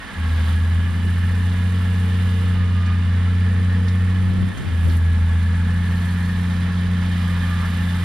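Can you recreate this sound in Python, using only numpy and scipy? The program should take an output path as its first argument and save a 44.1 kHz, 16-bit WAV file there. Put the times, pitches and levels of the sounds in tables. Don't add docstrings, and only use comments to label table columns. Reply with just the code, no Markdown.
import sys
import numpy as np
from scipy import signal
from scipy.fft import rfft, irfft, next_fast_len
from scipy.io import wavfile
from scipy.ndimage import uniform_filter1d

SR = 44100
rng = np.random.default_rng(int(sys.argv[2]) if len(sys.argv) > 2 else 0)


def transcribe(signal):
    frames = np.atleast_2d(signal).T
    limited = np.clip(frames, -1, 1)
    pcm = np.round(limited * 32767).astype(np.int16)
    wavfile.write(sys.argv[1], SR, pcm)


N = 354563
TIME, HZ = np.arange(N) / SR, np.fft.rfftfreq(next_fast_len(N), 1 / SR)

# f/Hz, level difference/dB
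PORT_BALANCE = [(60, 20), (92, 18), (140, 3.5), (210, 8), (330, 8), (500, -3), (770, -9), (1170, -3.5),
                (1790, -0.5), (2740, -12), (4190, -3.5), (6410, 9.5), (9810, -9.5), (15000, -1.5)]
# f/Hz, phase/rad
PORT_PHASE = [(300, 0), (450, -.8), (680, -1.5), (830, -.4), (1250, -.25), (1750, -.5), (2250, -.8),
              (3000, .2), (5700, .3), (6500, 3), (9000, 3.5), (12000, 4.4)]
# f/Hz, correlation/1
PORT_COHERENCE = [(100, 0.81), (220, 0.94), (400, 0.5), (700, 0.71), (1300, 0.88), (2500, 0.76),
                  (4400, 0.74), (6500, 0.5), (9000, 0.36), (14000, 0.26)]
# f/Hz, level/dB
WIND_SPECTRUM = [(20, -13), (50, -7), (100, 7.5), (180, 0), (290, -4.5), (400, -12), (550, -18.5),
                 (900, -27), (2000, -60)]
# t/s, level/dB, half length/s
GUSTS = [(0.9, -37, .09), (1.1, -37, 0.079), (2.6, -36, 0.13), (3.6, -41, 2.5), (4.37, -27.5, 0.14),
         (4.62, -27, 0.09), (4.885, -24, 0.027), (6.6, -42, .3)]
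# f/Hz, level/dB
HISS_SPECTRUM = [(3000, -35), (5500, -2), (7200, -1), (9000, 3.5), (11000, 2.5), (12000, -12.5),
                 (13200, -28), (15500, -33)]
# t/s, track rasp level/dB, hiss level/dB
WORK_LEVELS = [(0.0, -42.5, -58.5), (0.51, -36.5, -54), (0.6, -42, -56.5), (2.42, -40, -55),
               (2.64, -41.5, -60), (4.72, -42.5, -57), (4.97, -42, -53), (5.01, -43.5, -58),
               (5.75, -41.5, -57.5), (5.98, -40, -54.5), (6.94, -39, -57), (7.21, -37, -54.5),
               (8.04, -37, -53.5)]
# t/s, level/dB, centre f/Hz, width/octaves, decay time/s
IMPACTS = [(1.047, -30.5, 300, 0.28, .03), (4.872, -32.5, 330, 0.64, 0.039), (2.86, -41, 3000, 0.84, 0.013),
           (3.88, -34, 3600, 0.44, 0.013), (4.572, -46, 4500, 0.89, 0.026), (4.893, -43, 4000, 0.34, 0.036),
           (7.217, -49, 3500, .8, 0.018), (7.625, -35.5, 1060, .5, 0.043)]
# f/Hz, level/dB
BODY_SPECTRUM = [(200, -14), (400, -4.5), (520, -4), (680, -6), (900, -2.8), (1250, 0.15), (1500, 0),
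                 (1900, -2), (2150, -2.1), (2450, -5), (2700, -8.5), (3100, -7.8), (3800, -16.5),
                 (5000, -31), (9000, -45)]
# f/Hz, level/dB
RASP_SPECTRUM = [(1500, -22), (2600, -21), (3000, 4), (3700, 4), (4250, -1.5), (4900, -1), (5600, -10),
                 (6400, -13.5), (12000, -46)]
# f/Hz, width/Hz, level/dB
PANEL_MODES = [(872, 46, -11.5), (950, 51, -22), (2885, 190, -7.5), (3166, 30, -11.5), (3346, 92, -13.5),
               (3607, 120, -13), (4224, 86, -14), (6050, 59, -26), (11100, 220, -24)]
# peak t/s, level/dB, swell time/s
SQUEALS = [(0.27, -47, 0.072), (0.9, -51, .18), (2.65, -49, .1), (2.92, -42.5, .2), (7.29, -51, .1),
           (7.59, -37, 0.14)]
# multiple of the four-stroke cycle/1, width/Hz, level/dB
GEAR_MESHES = [(111.9, 26, -15.5), (113.2, 38, -14), (117, 54, -9.5), (121.2, 18, -9.5), (122.1, 62, -7.5)]
# t/s, level of the fastest over the slowest/dB
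GEAR_LOAD = [(0, -5), (1.1, -4), (1.5, -14), (3.4, -16), (3.6, -5), (4.3, -10), (4.7, -2), (6, -6),
             (8.04, -7)]
# f/Hz, gain/dB
GEAR_CASE = [(1500, -24), (1620, -7), (1690, -2), (1750, -3), (1815, -3.5), (1870, -2), (1960, -18)]
# t/s, level/dB
WHINE_LEVEL = [(0, -40.5), (1.4, -41), (2, -43), (3.3, -44.5), (3.5, -40), (4.4, -45), (5.6, -41),
               (6.05, -38), (6.4, -41), (7, -42.5), (7.7, -36.5), (8.04, -45)]
# t/s, firing f/Hz
FIRING_RATE = [(0, 92), (0.19, 81.7), (0.42, 81), (0.9, 86.4), (1.3, 88.6), (1.7, 89.9), (2.5, 90.2),
               (3.03, 88.2), (3.5, 90), (4, 90.6), (4.48, 93.2), (4.72, 83.8), (5.3, 83.7), (5.75, 87.5),
               (6.1, 88.6), (6.95, 89.6), (7.6, 87.1), (8.04, 88.6)]
# start t/s, end t/s, load rise time/s, lift of the exhaust's octave/dB
PUSHES = [(0.155, 4.478, 0.061, 0), (4.635, 9, 0.067, 4.5)]
# f/Hz, level/dB
GAS_SPECTRUM = [(15, -17), (30, -3), (50, 5.5), (65, -5), (110, -2.5), (150, 0.5), (200, 1.5), (250, -9.5),
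                (300, -15.5), (370, -22), (470, -12.5), (600, -32), (1000, -58)]
# multiple of the four-stroke cycle/1, level/dB
SIDE_TONES = [(3, -8), (5, -13), (9, -13), (11, -10.5), (13, -13), (14, -2.5), (15, -8.5), (16, -9.5),
              (18, -9), (20, -19.5), (21, -20)]
# f/Hz, level/dB
STACK_RESPONSE = [(163, -52), (166.5, -38.5), (174, -32), (178, -29.5), (181, -27), (186, -24)]
# t/s, level/dB
DRONE_LEVEL = [(0.3, -17.5), (0.8, -16.5), (0.92, -21.5), (1.05, -18), (1.8, -18), (3.3, -16.8),
               (4.25, -17.5), (4.48, -19.5), (4.85, -15.5), (5.4, -16.5), (6.2, -21.4), (7, -20.5),
               (8.04, -20.8)]


def gain_of(db):
    return 10 ** (np.asarray(db) / 20)


def unit_rms(x):
    return x / np.sqrt(np.mean(x ** 2) + 1e-20)


def curves(rows):
    times, *columns = np.transpose(rows)
    return [np.interp(TIME, times, column) for column in columns]


def spectrum(points):
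    hz, value = np.transpose(points)
    return np.interp(np.log(HZ + 1), np.log(hz + 1), value)


def filtered(x, response):
    size = next_fast_len(N)
    return irfft(rfft(x, size) * response, size)[..., :N]


def resonance(hz, width_hz):
    return 1 / (1 + (2 * (HZ - hz) / width_hz) ** 2)


def noise(response):
    return unit_rms(filtered(rng.standard_normal((2, N)), response))


def wander(rate_hz):
    return noise(1 / (1 + (HZ / rate_hz) ** 4))


def tone(turns):
    return np.sqrt(2) * np.cos(2 * np.pi * turns)


def fuzzy_tone(turns, width_hz):
    phase = 2 * np.pi * turns
    return unit_rms(wander(width_hz / 2) * np.cos(phase) + wander(width_hz / 2) * np.sin(phase))


def ports(pair, close_hz=200):
    resolved = HZ ** 4 / (HZ ** 4 + close_hz ** 4)
    coherence = np.clip(spectrum(PORT_COHERENCE), 0, 1)
    left = gain_of(resolved * spectrum(PORT_BALANCE) / 2) * np.exp(.5j * resolved * spectrum(PORT_PHASE))
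    right = 1 / left
    shared, apart = np.sqrt((1 + coherence) / 2), np.sqrt((1 - coherence) / 2)
    mid_gain = np.hypot(shared * abs(left + right), apart * abs(left - right)) / 2
    common = filtered(pair[0], shared * np.array([left, right]) / mid_gain)
    return common + filtered(pair[1], apart * np.array([left, -right]) / mid_gain)


def wind(breeze_db=-46, eddy_db=2.0):
    gusts = sum(gain_of(db) ** 2 * np.exp(-((TIME - t) / half) ** 2) for t, db, half in GUSTS)
    eddies = noise(gain_of(spectrum(WIND_SPECTRUM))) * gain_of(eddy_db * wander(13))
    return np.sqrt(gain_of(breeze_db) ** 2 + gusts) * unit_rms(eddies)


def hiss(level_db, flicker_db=1.26, brighten=1.7):
    top = gain_of(-9 + brighten * (level_db - level_db.mean())) * noise(resonance(11400, 1300))
    broadband = noise(gain_of(spectrum(HISS_SPECTRUM)))
    return (broadband + top) * gain_of(level_db + 0.5 + flicker_db * wander(60)[0])


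def impacts(rise_s=0.0018):
    out = np.zeros((2, N))
    for t, db, hz, octaves, decay_s in IMPACTS:
        age = np.maximum(TIME - t, 0)
        burst = noise(np.exp(-.5 * (np.log2((HZ + 1) / hz) / octaves) ** 2))
        out += gain_of(db) * burst * (1 - np.exp(-age / rise_s)) * np.exp(-age / decay_s)
    return out


def clatter(cycle, rasp_db, beat_db=0.5, rattle_db=0.7, ripple_db=1.63, swell_db=3.0):
    cylinder = (6 * cycle).astype(int) % 6
    blows = rng.uniform(.3, 1.5, 6)[cylinder] * np.exp(-3 * (6 * cycle % 1))
    beat = gain_of(beat_db * unit_rms(blows - blows.mean()))
    ripple = uniform_filter1d(rng.standard_normal(len(HZ)), size=500)
    modes_db = ripple_db * unit_rms(uniform_filter1d(ripple, size=500))
    body_db = -38.5 + 0.49 * (rasp_db - rasp_db.mean())
    body = noise(gain_of(spectrum(BODY_SPECTRUM) + modes_db))
    body *= gain_of(body_db + rattle_db * wander(22)[0])
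    rasp = noise(gain_of(spectrum(RASP_SPECTRUM) + modes_db))
    rasp *= gain_of(rasp_db - 7.5 + rattle_db * wander(30)[0])
    panels = sum(gain_of(db + swell_db * wander(0.55)[0]) * noise(resonance(hz, width))
                 for hz, width, db in PANEL_MODES)
    return beat * (body + rasp) + gain_of(rasp_db - 7) * panels


def pump(cycle, whine_db):
    return gain_of(whine_db - 16) * fuzzy_tone(66 * cycle, 14)


def gear_squeal(cycle, rest_db=-59.5, fall_s=0.05, roughness=0.28):
    mesh = 82 * cycle
    sing = roughness * fuzzy_tone(mesh, 40) + gain_of(-11) * fuzzy_tone(2 * mesh, 37)
    sing[0] += tone(mesh + 0.14 * wander(5.4)[0])
    swells = sum(gain_of(db) * np.exp(-np.maximum((t - TIME) / swell_s, (TIME - t) / fall_s))
                 for t, db, swell_s in SQUEALS)
    return (gain_of(rest_db) + swells) * sing


def gear_whine(cycle, whine_db, backlash=0.91, flutter_db=1.17):
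    load_db, = curves(GEAR_LOAD)
    teeth = np.zeros((2, N))
    for share, (order, width, db) in zip(np.linspace(0, 1, len(GEAR_MESHES)), GEAR_MESHES):
        mesh = tone(order * cycle + rng.random((2, 1))) + backlash * fuzzy_tone(order * cycle, width)
        teeth += gain_of(db + share * load_db) * mesh
    whine = filtered(teeth, gain_of(spectrum(GEAR_CASE)))
    whine /= np.sqrt(uniform_filter1d(whine ** 2, size=7000, axis=1) + 1e-9)
    return whine * gain_of(whine_db - 1 + flutter_db * wander(14)[0])


def engine_load(fall_s=0.025):
    return sum((1 - np.exp(-np.maximum(TIME - start, 0) / rise_s))
               * np.exp(-np.maximum(TIME - end, 0) / fall_s) for start, end, rise_s, _ in PUSHES)


def exhaust(cycle, firing_hz, idle_tone=0.028, idle_flow=0.39, lug_db_per_hz=0.28, puff_depth=0.27):
    load = engine_load()
    drone_db, = curves(DRONE_LEVEL)
    lift_db = sum(db * (TIME > start) * (TIME < end) for start, end, _, db in PUSHES)
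    octave_db = np.interp(2 * firing_hz, *np.transpose(STACK_RESPONSE)) + lift_db
    firing = 6 * cycle + np.array([[0], [.008]])
    drone = gain_of(drone_db) * tone(firing) + gain_of(octave_db) * tone(2 * firing)
    drone *= (idle_tone + (1 - idle_tone) * load) * (1 + 0.052 * wander(25)[0])
    detuning = 2 * (5 * firing_hz - 451) / 13
    ring = gain_of(-46 + drone_db - drone_db.max()) * load / (1 + detuning ** 2)
    flow = gain_of(-34 + lug_db_per_hz * (firing_hz.mean() - firing_hz))
    flow *= idle_flow + (1 - idle_flow) * load
    sides = sum(gain_of(db) * tone(order * cycle + rng.random()) * (1 + 0.24 * wander(4.3)[0])
                for order, db in SIDE_TONES)
    tones = drone + ring * tone(5 * firing) + gain_of(-1.38) * flow * sides
    gas = gain_of(-2) * flow * noise(gain_of(spectrum(GAS_SPECTRUM)))
    gas += gain_of(-3) * ring * noise(resonance(475, 90))
    return tones, gas * (1 + puff_depth * np.cos(2 * np.pi * firing))


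def scene():
    firing_hz, = curves(FIRING_RATE)
    cycle = np.cumsum(firing_hz) / SR / 6
    rasp_db, hiss_db = curves(WORK_LEVELS)
    whine_db, = curves(WHINE_LEVEL)
    tones, gas = exhaust(cycle, firing_hz)
    drive = gear_whine(cycle, whine_db) + gear_squeal(cycle) + pump(cycle, whine_db)
    machine = gas + drive + clatter(cycle, rasp_db) + hiss(hiss_db) + impacts()
    return tones + ports(machine) + wind()


def record(dry):
    lowpass = signal.firwin(511, 15450, window=("kaiser", 9), fs=SR)
    return signal.oaconvolve(dry, lowpass[None], "same")


dry = scene()
out = record(dry)
transcribe(out)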